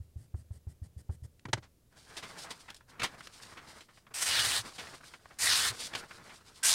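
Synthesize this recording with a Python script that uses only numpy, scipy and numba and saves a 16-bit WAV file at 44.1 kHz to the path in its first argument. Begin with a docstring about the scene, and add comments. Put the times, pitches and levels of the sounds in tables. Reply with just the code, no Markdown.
"""Soft thumps and a whisper of grit come first: a fine stone is flicked along a knife clamped in a
sharpening jig on a wooden stool. The stone clacks down on the table. A sheet of paper is picked up,
rustles and pops as it bends, and is drawn three times through the edge. Each cut is a stream of
snapping fibres that rings the sheet and the blade. It all happens close by, in a small, quiet room."""
import sys
import numpy as np
from scipy import signal
from scipy.fft import rfft, irfft
from scipy.io import wavfile
from numba import njit

SR = 44100
rng = np.random.default_rng(int(sys.argv[2]) if len(sys.argv) > 2 else 0)


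def wav_record(signal):
    """Record a signal, one row per channel, as 16-bit PCM in the file named by sys.argv[1]."""
    frames = np.transpose(np.atleast_2d(signal))
    bounded = np.clip(frames, -1, 1)
    # unit amplitude maps onto the largest positive 16-bit level
    quanta = np.round(bounded * 32767).astype(np.int16)
    wavfile.write(sys.argv[1], SR, quanta)


N = 297231
T = np.arange(N) / SR

# Levels in the tables are relative: the functions add each layer's own gain.
# cuts: t/s, length/s, time to bite fully/s, time taut/s, sheet/dB, flap/dB, fizz/dB, slack flap f/Hz
CUTS = [(4.138, .49, 0.1, .09, -36.5, -30, -32, 4600), (5.385, 0.34, 0.041, .04, -36, -28, -30.5, 4700),
        (6.629, .3, 0.038, .04, -37, -22.5, -25.5, 4970)]
# the edge catches the paper and a note sings: t/s, length/s, f/Hz, level/dB
CATCHES = [(4.262, 0.2, 2920, -41), (5.417, 0.12, 1916, -43), (5.428, 0.07, 1948, -36.5),
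           (6.627, 0.052, 1580, -36.5)]
# low thumps: a puff of air from the flapping sheet, then the cuts tugging the blade: t/s, level/dB
LOW_THUMPS = [(3.013, -47), (4.387, -42), (4.465, -43), (4.592, -43.5), (5.698, -42)]
# the stone meets the blade and slides off: t/s, thump level/dB, slide length/s, slide level/dB
STROKES = [ (0.0, -38, 0.042, -83), (0.157, -36.5, .1, -75.5), (0.339, -31, 0.077, -74),
           (0.505, -35, .07, -73), (0.667, -34.5, .055, -73), (0.816, -35.5, 0.047, -71),
           (0.963, -39, 0.047, -69.5), (1.091, -29.5, .06, -70.5), (1.221, -40, .033, -67)]
# the stone is put down and rocks to rest: t/s, length/s, knock/dB, click/dB, table thud/dB
CLACKS = [(1.394, 0.0016, -81, -59.5, -81), (1.452, 0.0038, -40, -53, -42), (1.483, 0.007, -59, -61, -40),
          (1.5293, 0.0043, -27.5, -27, -30), (1.569, 0.0055, -51, -68, -48.5),
          (1.575, 0.0064, -57, -59.5, -45.5), (1.621, 0.015, -59, -62, -71)]
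# a patch of the sheet pops over: t/s, length/s, level/dB, f/Hz
BUCKLES = [(2.165, 0.015, -42, 2950), (2.224, 0.019, -44, 2430), (2.437, 0.039, -48, 1030),
           (2.504, 0.01, -41, 2900), (2.679, 0.017, -49, 1750), (2.701, 0.0042, -45, 2830),
           (2.744, 0.0045, -65, 3700), (2.762, 0.0075, -69.5, 3730), (2.806, 0.0067, -60, 1500),
           (2.994, 0.012, -36.5, 2150), (3.017, 0.0074, -34.5, 2200), (3.031, 0.0067, -32.5, 3020),
           (3.039, 0.012, -33.5, 2470), (3.205, 0.0045, -44.5, 1580), (3.271, 0.0027, -41.5, 2640),
           (3.399, 0.0027, -50.5, 1390), (3.568, 0.017, -47.5, 1790), (3.805, 0.0096, -50.5, 2700),
           (3.884, 0.016, -58, 1390), (3.973, 0.0059, -55.5, 1440), (4.066, 0.0055, -54, 1470),
           (4.78, 0.019, -41, 2640), (4.869, 0.0057, -45.5, 1720), (5.136, 0.0068, -44, 1530),
           (5.256, 0.0033, -47.5, 970), (5.306, 0.0096, -52.5, 1240), (5.819, 0.0034, -44, 2000),
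           (5.931, 0.0086, -40, 2100), (5.949, 0.0075, -33.5, 2530), (6.108, 0.0076, -46.5, 1590),
           (6.292, 0.014, -49.5, 2100)]
# four moves of the sheet in the hands: t/s, flexing level/dB, sliding level/dB
PICK_UP = [(1.94, -74.5, -71), (1.98, -64, -56), (2.03, -79, -60.5), (2.11, -60, -55.5),
           (2.205, -59.5, -56), (2.3, -54.5, -53), (2.48, -65.5, -52.5), (2.65, -71, -60), (2.84, -84, -80)]
TO_THE_EDGE = [(2.902, -65.5, -57), (2.975, -60.5, -84), (3.12, -56.5, -60), (3.25, -63, -54.5),
               (3.31, -69.5, -58.5), (3.45, -62, -54), (3.66, -58.5, -59.5), (3.8, -61, -56.5),
               (3.85, -82, -66), (3.985, -80, -63.5), (4.02, -82.5, -74), (4.12, -64.5, -80)]
DRAW_BACK = [(4.63, -56, -50.5), (4.75, -61, -49.5), (4.845, -55, -51.5), (4.95, -54.5, -48.5),
             (5.02, -64.5, -60.5), (5.09, -67.5, -52.5), (5.2, -72, -67.5), (5.372, -68.5, -60.5)]
TURN_OVER = [(5.729, -48, -51.5), (5.8, -64, -43), (5.91, -58.5, -50.5), (6.0, -52.5, -48.5),
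             (6.07, -61.5, -54), (6.18, -62.5, -59.5), (6.3, -59.5, -53.5), (6.4, -70, -61.5),
             (6.612, -67.5, -53)]
# one part of the sheet swishes over another: t/s, length/s, level/dB
SWISHES = [(2.374, 0.093, -50.5), (3.409, 0.03, -48.5), (3.678, 0.058, -57), (5.798, 0.082, -48.5)]
# the notes the clamped blade rings at: f/Hz, level/dB
BLADE_NOTES = [(1861, 11), (1982, 1), (2946, -6), (3086, 4), (3337, -1), (3469, -22), (4118, -5), (4404, 1),
               (4684, -40), (4760, 8), (5264, 6), (6763, -1), (7430, -6), (8400, 8), (9550, 2)]
# the notes stool and table ring at: f/Hz, level/dB, time to fade by 60 dB/s
WOOD_NOTES = [(77.6, -17.5, 0.51), (112, -18.5, 0.3), (141, -15.5, 0.083)]
# tone colours, from bass to treble: f/Hz, level/dB
SHEET_TONE = [(30, -75), (70, -5), (115, -11.5), (190, -16.5), (420, -13), (700, -6.5), (1100, -1.5),
              (1750, 0), (2200, -3), (2800, -11.5), (5000, -27), (16000, -22)]  # the sheet shaken by a cut
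FIBRE_TONE = [(100, -51), (2000, -7), (4500, -8), (5600, -3.5), (7200, -3), (8600, -0.5), (10000, -6),
              (11400, -14), (12600, -13.5), (16000, -28.5)]  # fibres snapping
GRIT_TONE = [(100, -3), (500, 14), (1100, 3.5), (1850, 1.5), (2450, -2.5), (4500, 0.5), (6800, 3.5),
             (8500, 7.5), (10800, 3.5), (12200, -3), (16000, -11)]  # stone rubbing steel
KNOCK_TONE = [(60, -27.5), (220, 3), (350, 5), (460, -7), (620, -1.5), (1000, -12.5), (1400, -15.5),
              (2200, -26.5), (4000, -44.5), (16000, -51)]  # knocked wood
CLACK_LOW_TONE = [(60, -7.5), (250, 1), (450, -4), (850, 3), (1300, 3), (2200, -2), (3500, -31),
                  (7000, -21), (16000, -49)]  # the stone's dull knock
CLACK_HIGH_TONE = [(100, -43), (1500, 2), (3200, 5.5), (5500, 2), (7000, -3), (9000, -7), (12000, -28.5),
                   (16000, -37)]  # the stone's bright click
FLEX_TONE = [(30, -8.5), (100, -1), (200, -1.5), (500, 0), (900, -1.5), (1500, 0.5), (2200, -6),
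             (3100, -15), (6000, -22.5), (16000, -36)]  # paper bending
SLIDE_TONE = [(100, -10), (1500, -11), (3200, -2), (4900, 0.5), (6500, -5.5), (9000, -4.5), (11500, -15.5),
              (16000, -27)]  # paper rubbing paper
ROOM_TONE = [(20, -9), (119, -5.5), (238, -16), (534, -21), (900, -32), (1900, -35), (10500, -35),
             (15500, -38)]  # the room's low background noise
# early echoes from table, jig and corner walls: delay t/s, level/dB
ECHOES = [(.003, -30), (.0047, -28), (.0066, -30.5), (.0089, -24.5)]

ENTRY_DB, ENTRY_S, EXIT_S = -9.5, 0.0042, 0.063  # the edge enters lightly and runs out gradually
# after the bite the cut flap pulls taut, then eases to a share of its full tension
TAUT_AFTER_S, TAUT_RISE_S, EASED_SHARE = 0.095, 0.056, 0.61
# a slack flap is quieter; a taut one rings louder and lower, and the fizz gives way
SLACK_FLAP_DB, SLACK_SHEET_DB, TAUT_FIZZ_DB, TAUT_DROP_OCTAVES = -18.5, -4, -6.5, 0.26
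STOOL_HZ, SLIDE_DELAY_S = 87.8, 0.012
KNOCK_DB, KNOCK_GROWTH = 45.5, 3.03  # knocks grow faster than thumps, so only firm strokes knock
PATCH_Q = 0.82  # a popping patch's pitch divided by the width of its band
CRISP_HZ, CRISP_DB, CRISP_DB_PER_OCTAVE = 2930, -3, 49
ROOM_TONE_DB, TOP_HZ = -66.5, 15750


def slicing():
    """Fibres snap on the edge and shake the sheet, the blade and the flap, which rings as it tightens."""
    sheet_gain, flap_gain, fizz_gain, flap_hz = 0, 0, 0, CUTS[0][-1]
    for start, length, bite_s, taut_s, sheet_db, flap_db, fizz_db, slack_hz in CUTS:
        pressure, tension = cut_shape(start, length, bite_s, taut_s)
        sheet_gain += pressure * undb(sheet_db + SLACK_SHEET_DB * (1 - tension))
        flap_gain += pressure * undb(flap_db + SLACK_FLAP_DB * (1 - tension))
        fizz_gain += pressure * undb(fizz_db + TAUT_FIZZ_DB * tension)
        flap_hz = np.where(T >= start, slack_hz * 2 ** (-TAUT_DROP_OCTAVES * tension), flap_hz)
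    fibres = snaps(rate=5000, spread_db=1.5) * flutter(rate=350, depth_db=1.1)
    flap_hz = flap_hz * flutter(rate=40, depth_db=0.5)  # the tension wavers
    # the sheet's many overlapping bending waves blur the single snaps
    sheet = colour(snaps(rate=7300, spread_db=-2), SHEET_TONE)
    flap = band(fibres, flap_hz, width_hz=3100) * flutter(rate=40, depth_db=1)
    fizz = colour(fibres, FIBRE_TONE) * flutter(rate=40, depth_db=1)
    rasp = sheet_gain * sheet + undb(0.5) * flap_gain * flap + fizz_gain * fizz
    rasp *= flutter(rate=49, depth_db=1.5)  # the sheet feeds unevenly
    steel = undb(-7) * sheet_gain * ring(fibres, BLADE_NOTES, width_hz=17)
    low_thumps = sum(undb(db) * thump(start, hz=109.5, rise_s=0.011) for start, db in LOW_THUMPS)
    return sheet_echo(rasp, lag_s=0.0005, db=-13) + steel + low_thumps


def cut_shape(start, length, bite_s, taut_s):
    """How hard the edge presses and how taut the flap is through one cut, both from 0 to 1."""
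    t = T - start
    gate = np.clip(t / ENTRY_S, 0, 1) * np.clip((length - t) / EXIT_S, 0, 1)
    pressure = gate * undb(ENTRY_DB * np.clip(1 - t / bite_s, 0, 1))
    since_taut = t - bite_s - TAUT_AFTER_S
    tightening = np.exp(-(since_taut / TAUT_RISE_S) ** 2)
    easing = EASED_SHARE + (1 - EASED_SHARE) * np.exp(-(since_taut / taut_s) ** 4)
    return pressure, np.where(since_taut < 0, tightening, easing)


def singing():
    """Where the edge catches, the snapping fibres keep a single note ringing."""
    fibres = noise()
    return sum(undb(db) * swell(start, length) * ring(fibres, [(hz, 0)], width_hz=39)
               for start, length, hz, db in CATCHES)


def sharpening():
    """Each flick bumps the jig, then the grit whispers along the edge and makes the stool hum."""
    thumps, knock_gain, pressure = 0, 0, 0
    for start, thump_db, slide_s, slide_db in STROKES:
        thumps += undb(thump_db + 2.5) * thump(start, STOOL_HZ, rise_s=0.0095)
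        contact = burst(start + 0.0012, length=0.0065, attack=0.7, decay=0.91)
        knock_gain += undb(KNOCK_DB + KNOCK_GROWTH * thump_db) * contact
        pressure += undb(slide_db) * swell(start + SLIDE_DELAY_S, slide_s)
    grit = colour(snaps(rate=3600, spread_db=1.5), GRIT_TONE)
    steel = ring(grit, BLADE_NOTES, width_hz=110)
    stool_hum = band(noise(), hz=98, width_hz=60)
    scrape = undb(4) * grit + undb(-2) * steel + undb(20.5) * stool_hum
    return thumps + knock_gain * colour(noise(), KNOCK_TONE) + pressure * scrape


def stone_down():
    """The stone meets the padded table, clacks against its neighbour and settles; the table thuds."""
    knock = colour(snaps(rate=12000, spread_db=-1.5), CLACK_LOW_TONE)
    click = colour(snaps(rate=12000, spread_db=-2), CLACK_HIGH_TONE)
    wood = colour(noise(), KNOCK_TONE)
    out = np.zeros(N)
    for start, length, knock_db, click_db, thud_db in CLACKS:
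        contact = burst(start, length, attack=1, decay=0.52) ** 2  # rough faces meet gradually
        out += contact * (undb(knock_db + 5.5) * knock + undb(click_db + 6.5) * click)
        table_thump = undb(0.5) * thump(start + 0.0042, hz=117, rise_s=0.0092)
        table_knock = undb(-7.5) * burst(start, length=0.0088, attack=0.4, decay=1) * wood
        out += undb(thud_db) * (table_thump + table_knock)
    return out


def thump(start, hz, rise_s):
    """A soft push makes two or three low swings, then a faint wooden ring."""
    t = np.clip(T - start, 0, 1)
    swing = (t / rise_s * np.exp(1 - t / rise_s)) ** 2 * np.sin(2 * np.pi * hz * t)
    after_ring = sum(undb(db - 60 * t / fade_s) * np.sin(2 * np.pi * note_hz * t)
                     for note_hz, db, fade_s in WOOD_NOTES)
    return swing + np.tanh(t / rise_s) * after_ring


def buckling():
    """A patch of paper pops over and a cluster of snaps rings it; small ones are higher and crisper."""
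    cluster = snaps(rate=9300, spread_db=6)
    flex = colour(noise(), FLEX_TONE)
    crack = colour(snaps(rate=12000, spread_db=6), SLIDE_TONE)
    out = np.zeros(N)
    for start, length, db, hz in BUCKLES:
        near = np.abs(T - start) < 0.25
        patch = band(cluster[near], hz, width_hz=hz / PATCH_Q)
        crispness = undb(CRISP_DB + CRISP_DB_PER_OCTAVE * np.log2(hz / CRISP_HZ))
        pop = undb(-2.5) * patch + undb(-6.5) * flex[near] + crispness * crack[near]
        out[near] += undb(db) * burst(start, length, attack=0.5, decay=0.8)[near] * pop
    return out


def handling():
    """The sheet flexes in the hands and slides over itself."""
    moves = PICK_UP, TO_THE_EDGE, DRAW_BACK, TURN_OVER
    flex_gain = sum(move_gain(move, column=1) for move in moves)
    slide_gain = sum(move_gain(move, column=2) for move in moves)
    slide_gain += sum(undb(db) * swell(start, length) for start, length, db in SWISHES)
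    flexing = colour(snaps(rate=9000, spread_db=4.5), FLEX_TONE) * flutter(rate=80, depth_db=4)
    sliding = colour(snaps(rate=20000, spread_db=6.5), SLIDE_TONE) * flutter(rate=41, depth_db=4.5)
    return undb(3.76) * flex_gain * flexing + undb(-4.5) * slide_gain * sliding


def sheet_echo(x, lag_s, db):
    """Sound bounces off the moving sheet, so the echo's delay wanders and gently shifts the tone."""
    lag = lag_s * flutter(rate=7, depth_db=2.5)
    echo = undb(db) * np.interp(T - lag, T, x)
    return (x + echo) / np.sqrt(1 + undb(db) ** 2)


def room(x, tail_db, fade_s, dull_hz):
    """Close surfaces throw back separate echoes, then a short, slightly dull tail."""
    t = T[:SR // 2]
    tail = rng.standard_normal(len(t)) * undb(-60 * t / fade_s) * (t > 0.008)
    tail = signal.sosfilt(signal.butter(1, dull_hz, fs=SR, output="sos"), tail)
    echoes = undb(tail_db) * tail / np.sqrt(np.sum(tail ** 2))
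    for delay_s, db in ECHOES:
        echoes[int(delay_s * SR)] += undb(db)
    # thin panels let the bass through instead of throwing it back
    echoes = signal.sosfilt(signal.butter(1, 300, "high", fs=SR, output="sos"), echoes)
    return x + signal.fftconvolve(x, echoes)[:N]


def room_tone():
    """A faint, steady, low noise fills the room."""
    return undb(ROOM_TONE_DB) * colour(noise(), ROOM_TONE)


def undb(db):
    """Turn decibels into a gain, a number to multiply a sound by."""
    return 10 ** (np.asarray(db) / 20)


def unit(x):
    """Scale a sound to an average strength (rms) of 1."""
    return x / np.sqrt(np.mean(x ** 2))


def noise():
    """An even hiss: white noise."""
    return rng.standard_normal(N)


def snaps(rate, spread_db):
    """Tiny clicks of random size, about rate of them a second."""
    size = undb(spread_db * np.minimum(noise(), 2.5))
    happens = rng.random(N) < rate / SR
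    return unit(happens * size * np.sign(noise()))


def flutter(rate, depth_db):
    """A factor that wanders at random around 1, taking rate steps a second."""
    steps = rng.standard_normal(N // 20)
    return undb(depth_db * np.interp(T * rate, np.arange(len(steps)), steps))


def burst(start, length, attack, decay):
    """The loudness of a short contact: a quick rise, then a fade, both stretched by its length."""
    progress = np.clip((T - start) / length, 0, 60)
    return np.tanh(progress / attack) * np.exp(-decay * (progress - 1))


def swell(start, length):
    """The loudness of a push that builds and eases off."""
    progress = np.clip((T - start) / length, 0, 1)
    return np.abs(np.sin(np.pi * progress)) ** 0.5


def move_gain(move, column, fade_s=0.039):
    """Follow one level column of a move, fading in before it and out after it."""
    rows = np.array(move)
    times, levels_db = rows[:, 0], rows[:, column]
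    gate = np.clip(np.minimum(T - times[0], times[-1] - T) / fade_s + 1, 0, 1)
    return gate * undb(np.interp(T, times, levels_db))


def colour(x, tone):
    """Give a sound the tone colour in a table, at a strength of 1."""
    size = 8192
    hz, db = np.transpose(tone)
    freqs = np.maximum(np.arange(size // 2 + 1) * SR / size, 1)
    gains = undb(np.interp(np.log(freqs), np.log(hz), db))
    # this folding makes the filter ring only after a click, never before it
    cepstrum = irfft(np.log(gains))
    cepstrum[1:size // 2] *= 2
    cepstrum[size // 2 + 1:] = 0
    response = irfft(np.exp(rfft(cepstrum)))
    return unit(signal.fftconvolve(x, response)[:N])


@njit
def resonate(x, hz, width_hz):
    """Let through the sound near a pitch that may move (a state-variable band-pass filter)."""
    out, band_state, low_state = np.empty(len(x)), 0., 0.
    for i in range(len(x)):
        tuning = np.tan(np.pi * hz[i] / SR)
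        damping = width_hz / hz[i]
        swing = (band_state + tuning * (x[i] - low_state)) / (1 + tuning * (tuning + damping))
        band_state = 2 * swing - band_state
        low_state += 2 * tuning * swing
        out[i] = damping * swing
    return out


def band(x, hz, width_hz):
    """Resonate twice, so less sound is left far from the pitch; the strength is 1."""
    centre, width = hz * np.ones(len(x)), float(width_hz)
    return unit(resonate(resonate(x, centre, width), centre, width))


def ring(drive, notes, width_hz):
    """A sound keeps a set of notes ringing, at a strength of 1; narrower notes ring longer."""
    return unit(sum(undb(db) * resonate(drive, np.full(N, float(hz)), float(width_hz))
                    for hz, db in notes))


def scene():
    """All the handwork in the quiet room, as one channel."""
    rustle = sheet_echo(handling() + buckling(), lag_s=0.000947, db=-14)
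    work = sharpening() + stone_down() + rustle + slicing() + singing()
    return (room(work, tail_db=-26, fade_s=0.084, dull_hz=6870) + room_tone())[None]


def record(dry):
    """Cut away the highest treble, above TOP_HZ."""
    return signal.sosfilt(signal.ellip(10, 0.1, 80, TOP_HZ, fs=SR, output="sos"), dry)


dry = scene()
out = record(dry)
wav_record(out)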